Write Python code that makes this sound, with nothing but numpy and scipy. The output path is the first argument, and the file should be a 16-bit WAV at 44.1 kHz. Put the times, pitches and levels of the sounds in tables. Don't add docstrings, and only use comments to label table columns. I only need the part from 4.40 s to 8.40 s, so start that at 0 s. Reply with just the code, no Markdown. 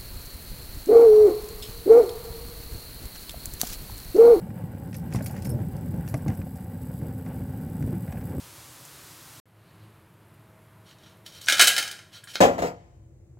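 import sys
import numpy as np
from scipy import signal
from scipy.fft import rfft, irfft
from scipy.io import wavfile
from scipy.ndimage import uniform_filter1d

SR = 44100
rng = np.random.default_rng(int(sys.argv[2]) if len(sys.argv) > 2 else 0)


def persist_wave(psi):
    counts = np.round(np.clip(psi, -1, 1) * 32767).astype(np.int16)
    wavfile.write(sys.argv[1], SR, np.atleast_2d(counts).T)


N = 176400

# freq_hz, density_db
MIC_HISS_SPECTRUM = [(1000, -31), (2500, -10), (4000, 13), (7000, -1.5)]
# time_s, level_db
RUMBLE_LEVELS = [(0,-34.5),(.4,-36),(.66,-32),(.8,-32),(.98,-33),(1.14,-28.5),(1.42,-33),(1.54,-27),(1.66,-32.5),(1.82,-34),(1.89,-25.5),(1.96,-34),(2.15,-36),(2.55,-34),(3.25,-33),(3.47,-31.5),(3.65,-33),(4,-33)]
# freq_hz, density_db
RUMBLE_SPECTRUM = [(20,-74),(33,-43),(50,-10),(70,-4.5),(105,1),(145,-1.5),(172,0.5),(205,-4.5),(260,-8),(340,-18),(500,-28),(1000,-57)]
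# centre_s, half_width_s, level_db
GUST_SWELLS = [(1.15,0.075,-35),(1.554,0.054,-44),(2.66,.04,-42),(3.51,0.06,-43),(3.945,0.041,-38)]
# freq_hz, density_db
GUST_SPECTRUM = [(80,-7),(200,3.5),(300,0.5),(500,-0.5),(800,-18),(2000,-51)]
# time_s, level_db
HUM_LEVELS = [(2, -79), (2.4, -45), (3.2, -42.5), (3.6, -47.5), (4, -55)]
# time_s, level_db
TYRE_LEVELS = [(0,-50),(.65,-48.5),(.8,-47),(.98,-47),(1.15,-49.5),(1.32,-48.5),(1.8,-48),(1.9,-46.5),(2.1,-50.5),(2.7,-49.5),(3.2,-48.5),(3.6,-48.5)]
# freq_hz, density_db
TYRE_SPECTRUM = [(150,-32),(350,-5),(450,0),(560,4),(625,-6),(700,-6.5),(765,3),(825,-3),(875,-0.5),(945,-10),(1100,-10.5),(1250,-16.5),(1480,-10.5),(1650,-11.5),(1810,-17),(1920,-14),(2100,-19),(2330,-18.5),(2620,-25),(2800,-20.5),(3200,-28),(4200,-40),(7000,-44)]
# time_s, gain_db
FREEWHEEL_GAINS = [(0,-0.5),(.7,-0.5),(1.4,2),(2.3,2.1),(3.1,1.2),(4,5)]
# freq_hz, density_db
HUB_SPECTRUM = [(3000,-30),(4300,-22),(4800,-8),(5300,-20),(6200,-24),(7300,-15),(7920,3),(8400,-13),(9350,-10),(9820,1),(10400,-9),(11600,-12),(12400,-5),(13300,4),(14000,-4),(15000,-3),(15600,-8)]
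# freq_hz, density_db
DRIVE_SPECTRUM = [(2500,-18),(3600,-7),(4350,-15),(4780,-5),(5200,-10),(5900,-14),(7300,-9),(7920,2),(8400,-6),(9300,-3),(9820,2.5),(10500,-2),(11700,-3),(13300,4.5),(14200,0),(15000,1.5),(15600,-1.5)]
# start_s, level_db
FRAME_THUMPS = [(0.238,-24),(.747,-15.5),(0.763,-18.5),(0.808,-23),(1.072,-19),(1.146,-16),(1.218,-22),(1.741,-17),(1.863,-15.5),(1.901,-18.5),(1.992,-23),(2.624,-22.5),(3.008,-23),(3.408,-20),(3.441,-19),(3.478,-18.5),(3.528,-19),(3.983,-17)]
# freq_hz, level_db, t60_s
FRAME_RESONANCES = [(130.7,-6,0.17),(158.4,-10,0.28),(243.6,-12.5,0.17),(302,-17.5,0.037)]
# start_s, level_db, tilt_db_per_octave
FITTING_KNOCKS = [(.104,-34,-5),(0.529,-37,3),(0.545,-35,4),(.725,-32,2),(.748,-24.5,-4),(0.761,-32,-1),(.807,-21.5,-9.5),(.86,-32,2),(.897,-34,-1),(0.964,-34,-2),(.978,-36,0),(1.054,-34,5),(1.154,-29,-12),(1.539,-33,-9),(1.677,-31.5,2),(1.741,-20.7,-1.8),(1.748,-26,-6),(1.863,-28,-10),(1.881,-28,3),(1.902,-31,-3),(2.016,-32.5,-4),(2.862,-31,-.5),(3.425,-35.5,-.5),(3.678,-31.5,-6),(3.724,-31.5,0),(3.772,-36,-2),(3.811,-41,2)]
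# centre_s, half_width_s, level_db
CHATTER_SWELLS = [(.552,.016,-53),(.765,.05,-52),(.97,.09,-57),(1.7,.035,-58)]
# freq_hz, density_db
FITTING_SPECTRUM = [(250,-22),(480,-2),(640,8),(770,6),(930,-4),(1150,0),(1330,-5),(1520,2.5),(1830,4),(2300,0.5),(2650,-2.5),(3200,-13),(4100,-16),(5600,-9.5),(8000,-17),(15000,-28)]
# start_s, level_db, tilt_db_per_octave, tube_gain_db
CHAIN_SLAPS = [(0.543,-32.5,-8.5,-20),(.564,-31,16,-33),(0.737,-38,-1,7),(0.749,-40,4,3),(0.758,-33,-10.5,-20),(0.824,-37,5,0.5),(0.842,-31,8,-25),(0.861,-29.5,6,-29),(.865,-36.5,-18,6.5),(.911,-33,7,-36),(0.965,-39.5,-18,1),(1.022,-35.5,-6,-11),(1.047,-35.5,-10,0.5),(1.061,-33.5,8,-26),(1.093,-36,3,-32),(1.101,-36,14,-22),(1.366,-41,-5,-24),(1.686,-32.5,14,-5.5),(1.741,-32.5,-2,-16),(1.777,-42,2,-28),(1.937,-41,0.5,-24),(1.973,-38,18,-32),(2.157,-42.5,-1,-10)]
# freq_hz, density_db
CHAIN_SPECTRUM = [(1200,-29),(2800,-4),(4200,1),(5600,12),(7000,1.5),(8500,14),(9700,10),(11000,15),(12200,7),(13500,14),(14400,-10),(16000,1)]
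# freq_hz, level_db, t60_s
TUBE_RESONANCES = [(4113,-16,.12),(4550,-13,.15),(4918,-9,.11),(5613,-14,.1),(6810,-11,.19),(7208,-15,.1),(7655,-9,.13),(10300,-4,.05),(10860,-4,.05),(14330,-2,.07)]
# start_s, level_db
PART_PINGS = [(1.051,-38),(1.065,-34),(1.097,-31),(1.102,-28),(1.973,-43)]
# freq_hz, level_db, t60_s
PART_RESONANCES = [(5356,-10.5,.13),(8694,-3,.06),(10350,-1,.04),(10750,0,.035),(11200,-4,.04),(13070,-5,.11),(15200,-9,.06)]

SPOT_RIPPLE_DB = 3
BUZZ_DB, BUZZ_HZ = 4, 350
GRIT_DB, GRIT_HZ = 5, 900


def undb(db):
    return 10 ** (np.asarray(db) / 20)


def unit(x):
    return x / np.sqrt(np.mean(x ** 2))


def curve(rows):
    return undb(np.interp(np.arange(N) / SR, *np.array(rows).T))


def swells(rows):
    t = np.arange(N) / SR
    return sum(undb(db) * np.exp(-((t - centre_s) / width_s) ** 2) for centre_s, width_s, db in rows)


def colour(x, spectrum, tilt_db_per_octave=0, ripple_db=0, ripple_octaves=.04):
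    size = 2 * x.shape[-1]
    octave = np.log2(np.maximum(np.fft.rfftfreq(size, 1 / SR), 1))
    hz, db = np.array(spectrum).T
    ripple = np.interp(octave / ripple_octaves, np.arange(256), rng.standard_normal(256))
    tilt_db = tilt_db_per_octave * np.maximum(octave, np.log2(hz[0]))
    gain = unit(undb(np.interp(octave, np.log2(hz), db) + tilt_db + ripple_db * ripple))
    cepstrum = irfft(np.log(gain))
    cepstrum[1:size // 2] *= 2
    cepstrum[size // 2 + 1:] = 0
    return irfft(rfft(x, size) * np.exp(rfft(cepstrum)))[..., :size // 2]


def walk(rate_hz, size=N):
    knots = rng.standard_normal(4096)
    return np.interp(np.arange(size) / SR * rate_hz, np.arange(len(knots)), knots) * np.sqrt(1.5)


def fade(t60_s, size=16384):
    return np.exp(-np.log(1000) * np.arange(size) / SR / t60_s)


def soften(envelope, attack_s):
    window = np.hanning(int(2 * attack_s * SR) + 3)
    return signal.fftconvolve(envelope, window / window.sum())[:len(envelope)]


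def ring(modes, detune, buzz_db=0):
    out = 0
    for hz, db, t60_s in modes:
        decay = fade(t60_s)
        flutter = unit(undb(buzz_db * walk(BUZZ_HZ, len(decay))))
        pitch_hz = hz * (1 + detune * rng.standard_normal())
        out += undb(db) * decay * flutter * np.sin(2 * np.pi * pitch_hz * np.arange(len(decay)) / SR)
    return out / np.abs(out).max()


def wide_noise(side_db, size=N):
    mid, side = rng.standard_normal((2, size))
    return mid + undb(side_db) * np.array([side, -side])


def clatter(attack_s, t60_s, tail_db, tail_t60_s, side_db, flutter_db=4, flutter_hz=300):
    burst = fade(t60_s)
    tail = undb(tail_db + flutter_db * walk(flutter_hz, len(burst))) * fade(tail_t60_s)
    return soften(burst + tail, attack_s) * wide_noise(side_db, len(burst)) / 2


def add(out, start_s, sound):
    start = min(max(int(start_s * SR), 0), N - 1)
    out[:, start:start + sound.shape[-1]] += sound[..., :N - start]


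def mic_hiss(level_db=-73.5):
    return undb(level_db) * colour(rng.standard_normal((2, N)), MIC_HISS_SPECTRUM)


def rumble(gain_db=-.5, flutter_db=2, flutter_hz=60, window_s=.09):
    pushes = colour(rng.standard_normal(N) * undb(flutter_db * walk(flutter_hz)), RUMBLE_SPECTRUM)
    running_rms = np.sqrt(uniform_filter1d(pushes ** 2, int(window_s * SR)))
    return pushes / running_rms * curve(RUMBLE_LEVELS) * undb(gain_db)


def gusts():
    return swells(GUST_SWELLS) * colour(rng.standard_normal(N), GUST_SPECTRUM)


def tread_hum(pitch_hz=257.2, waver=.0247, waver_hz=40, flutter_db=3, flutter_hz=25):
    phase = 2 * np.pi * np.cumsum(pitch_hz * (1 + waver * walk(waver_hz))) / SR
    return unit(np.sin(phase) * undb(flutter_db * walk(flutter_hz))) * curve(HUM_LEVELS)


def tyres(patch_db=1.5, patch_hz=25, grain_db=2, grain_hz=500):
    roughness_db = patch_db * walk(patch_hz)
    contact = rng.standard_normal(N) * undb(roughness_db + grain_db * walk(grain_hz))
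    return unit(colour(contact, TYRE_SPECTRUM)) * curve(TYRE_LEVELS)


def freewheel(rate_hz=90, jitter=.4, tick_db=-62, spread_db=3.5, hiss_db=-60.9, whirr_db=1.84):
    gaps, strengths = rng.standard_normal((900, 2)).T
    times_s = np.cumsum(np.exp(jitter * gaps)) / rate_hz
    heard = times_s < N / SR
    pulses = np.zeros(N)
    pulses[(times_s[heard] * SR).astype(int)] = undb(spread_db * np.minimum(strengths[heard], 1))
    envelope = soften(fade(t60_s=.009), attack_s=.0015)
    bursts = unit(signal.fftconvolve(pulses, envelope)[:N])
    ticks = colour(rng.standard_normal(N) * bursts, HUB_SPECTRUM)
    hiss = colour(wide_noise(side_db=-17), DRIVE_SPECTRUM) * undb(whirr_db * walk(rate_hz=150))
    return curve(FREEWHEEL_GAINS) * (undb(tick_db) * ticks + undb(hiss_db) * hiss)


def chatter():
    contacts = wide_noise(side_db=-11) * undb(GRIT_DB * walk(GRIT_HZ))
    return swells(CHATTER_SWELLS) * unit(colour(contacts, FITTING_SPECTRUM, tilt_db_per_octave=5))


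def thumps():
    out = np.zeros((2, N))
    for start_s, db in FRAME_THUMPS:
        add(out, start_s, undb(db) * ring(FRAME_RESONANCES, detune=.15))
    return out


def knocks(attack_s=.0008):
    out = np.zeros((2, N))
    for start_s, db, tilt in FITTING_KNOCKS:
        blow = clatter(attack_s, t60_s=.024, tail_db=-29, tail_t60_s=.24, side_db=-22)
        add(out, start_s - attack_s, undb(db) * colour(blow, FITTING_SPECTRUM, tilt, SPOT_RIPPLE_DB))
    return out


def chain(attack_s=.0017):
    out = np.zeros((2, N))
    for start_s, db, tilt, tube_gain_db in CHAIN_SLAPS:
        links = clatter(attack_s, t60_s=.017, tail_db=-13.5, tail_t60_s=.21, side_db=-11)
        grit = unit(undb(GRIT_DB * np.minimum(walk(GRIT_HZ, links.shape[-1]), 1)))
        slap = colour(links * grit, CHAIN_SPECTRUM, tilt, SPOT_RIPPLE_DB)
        tube = ring(TUBE_RESONANCES, detune=.002, buzz_db=BUZZ_DB)
        add(out, start_s - attack_s, undb(db) * slap)
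        add(out, start_s, undb(db + tube_gain_db) * tube)
    return out


def pings():
    out = np.zeros((2, N))
    for start_s, db in PART_PINGS:
        add(out, start_s, undb(db) * ring(PART_RESONANCES, detune=.003, buzz_db=BUZZ_DB))
    return out


def scene():
    riding = rumble() + gusts() + tyres() + tread_hum() + freewheel()
    impacts = thumps() + knocks() + chain() + pings() + chatter()
    return riding + impacts + mic_hiss()


def record(dry, low_hz=44, top_hz=15780):
    highpass = signal.butter(4, low_hz, "high", fs=SR, output="sos")
    lowpass = signal.ellip(12, .2, 80, top_hz, fs=SR, output="sos")
    return signal.sosfilt(lowpass, signal.sosfilt(highpass, dry))


dry = scene()
out = record(dry)
persist_wave(out)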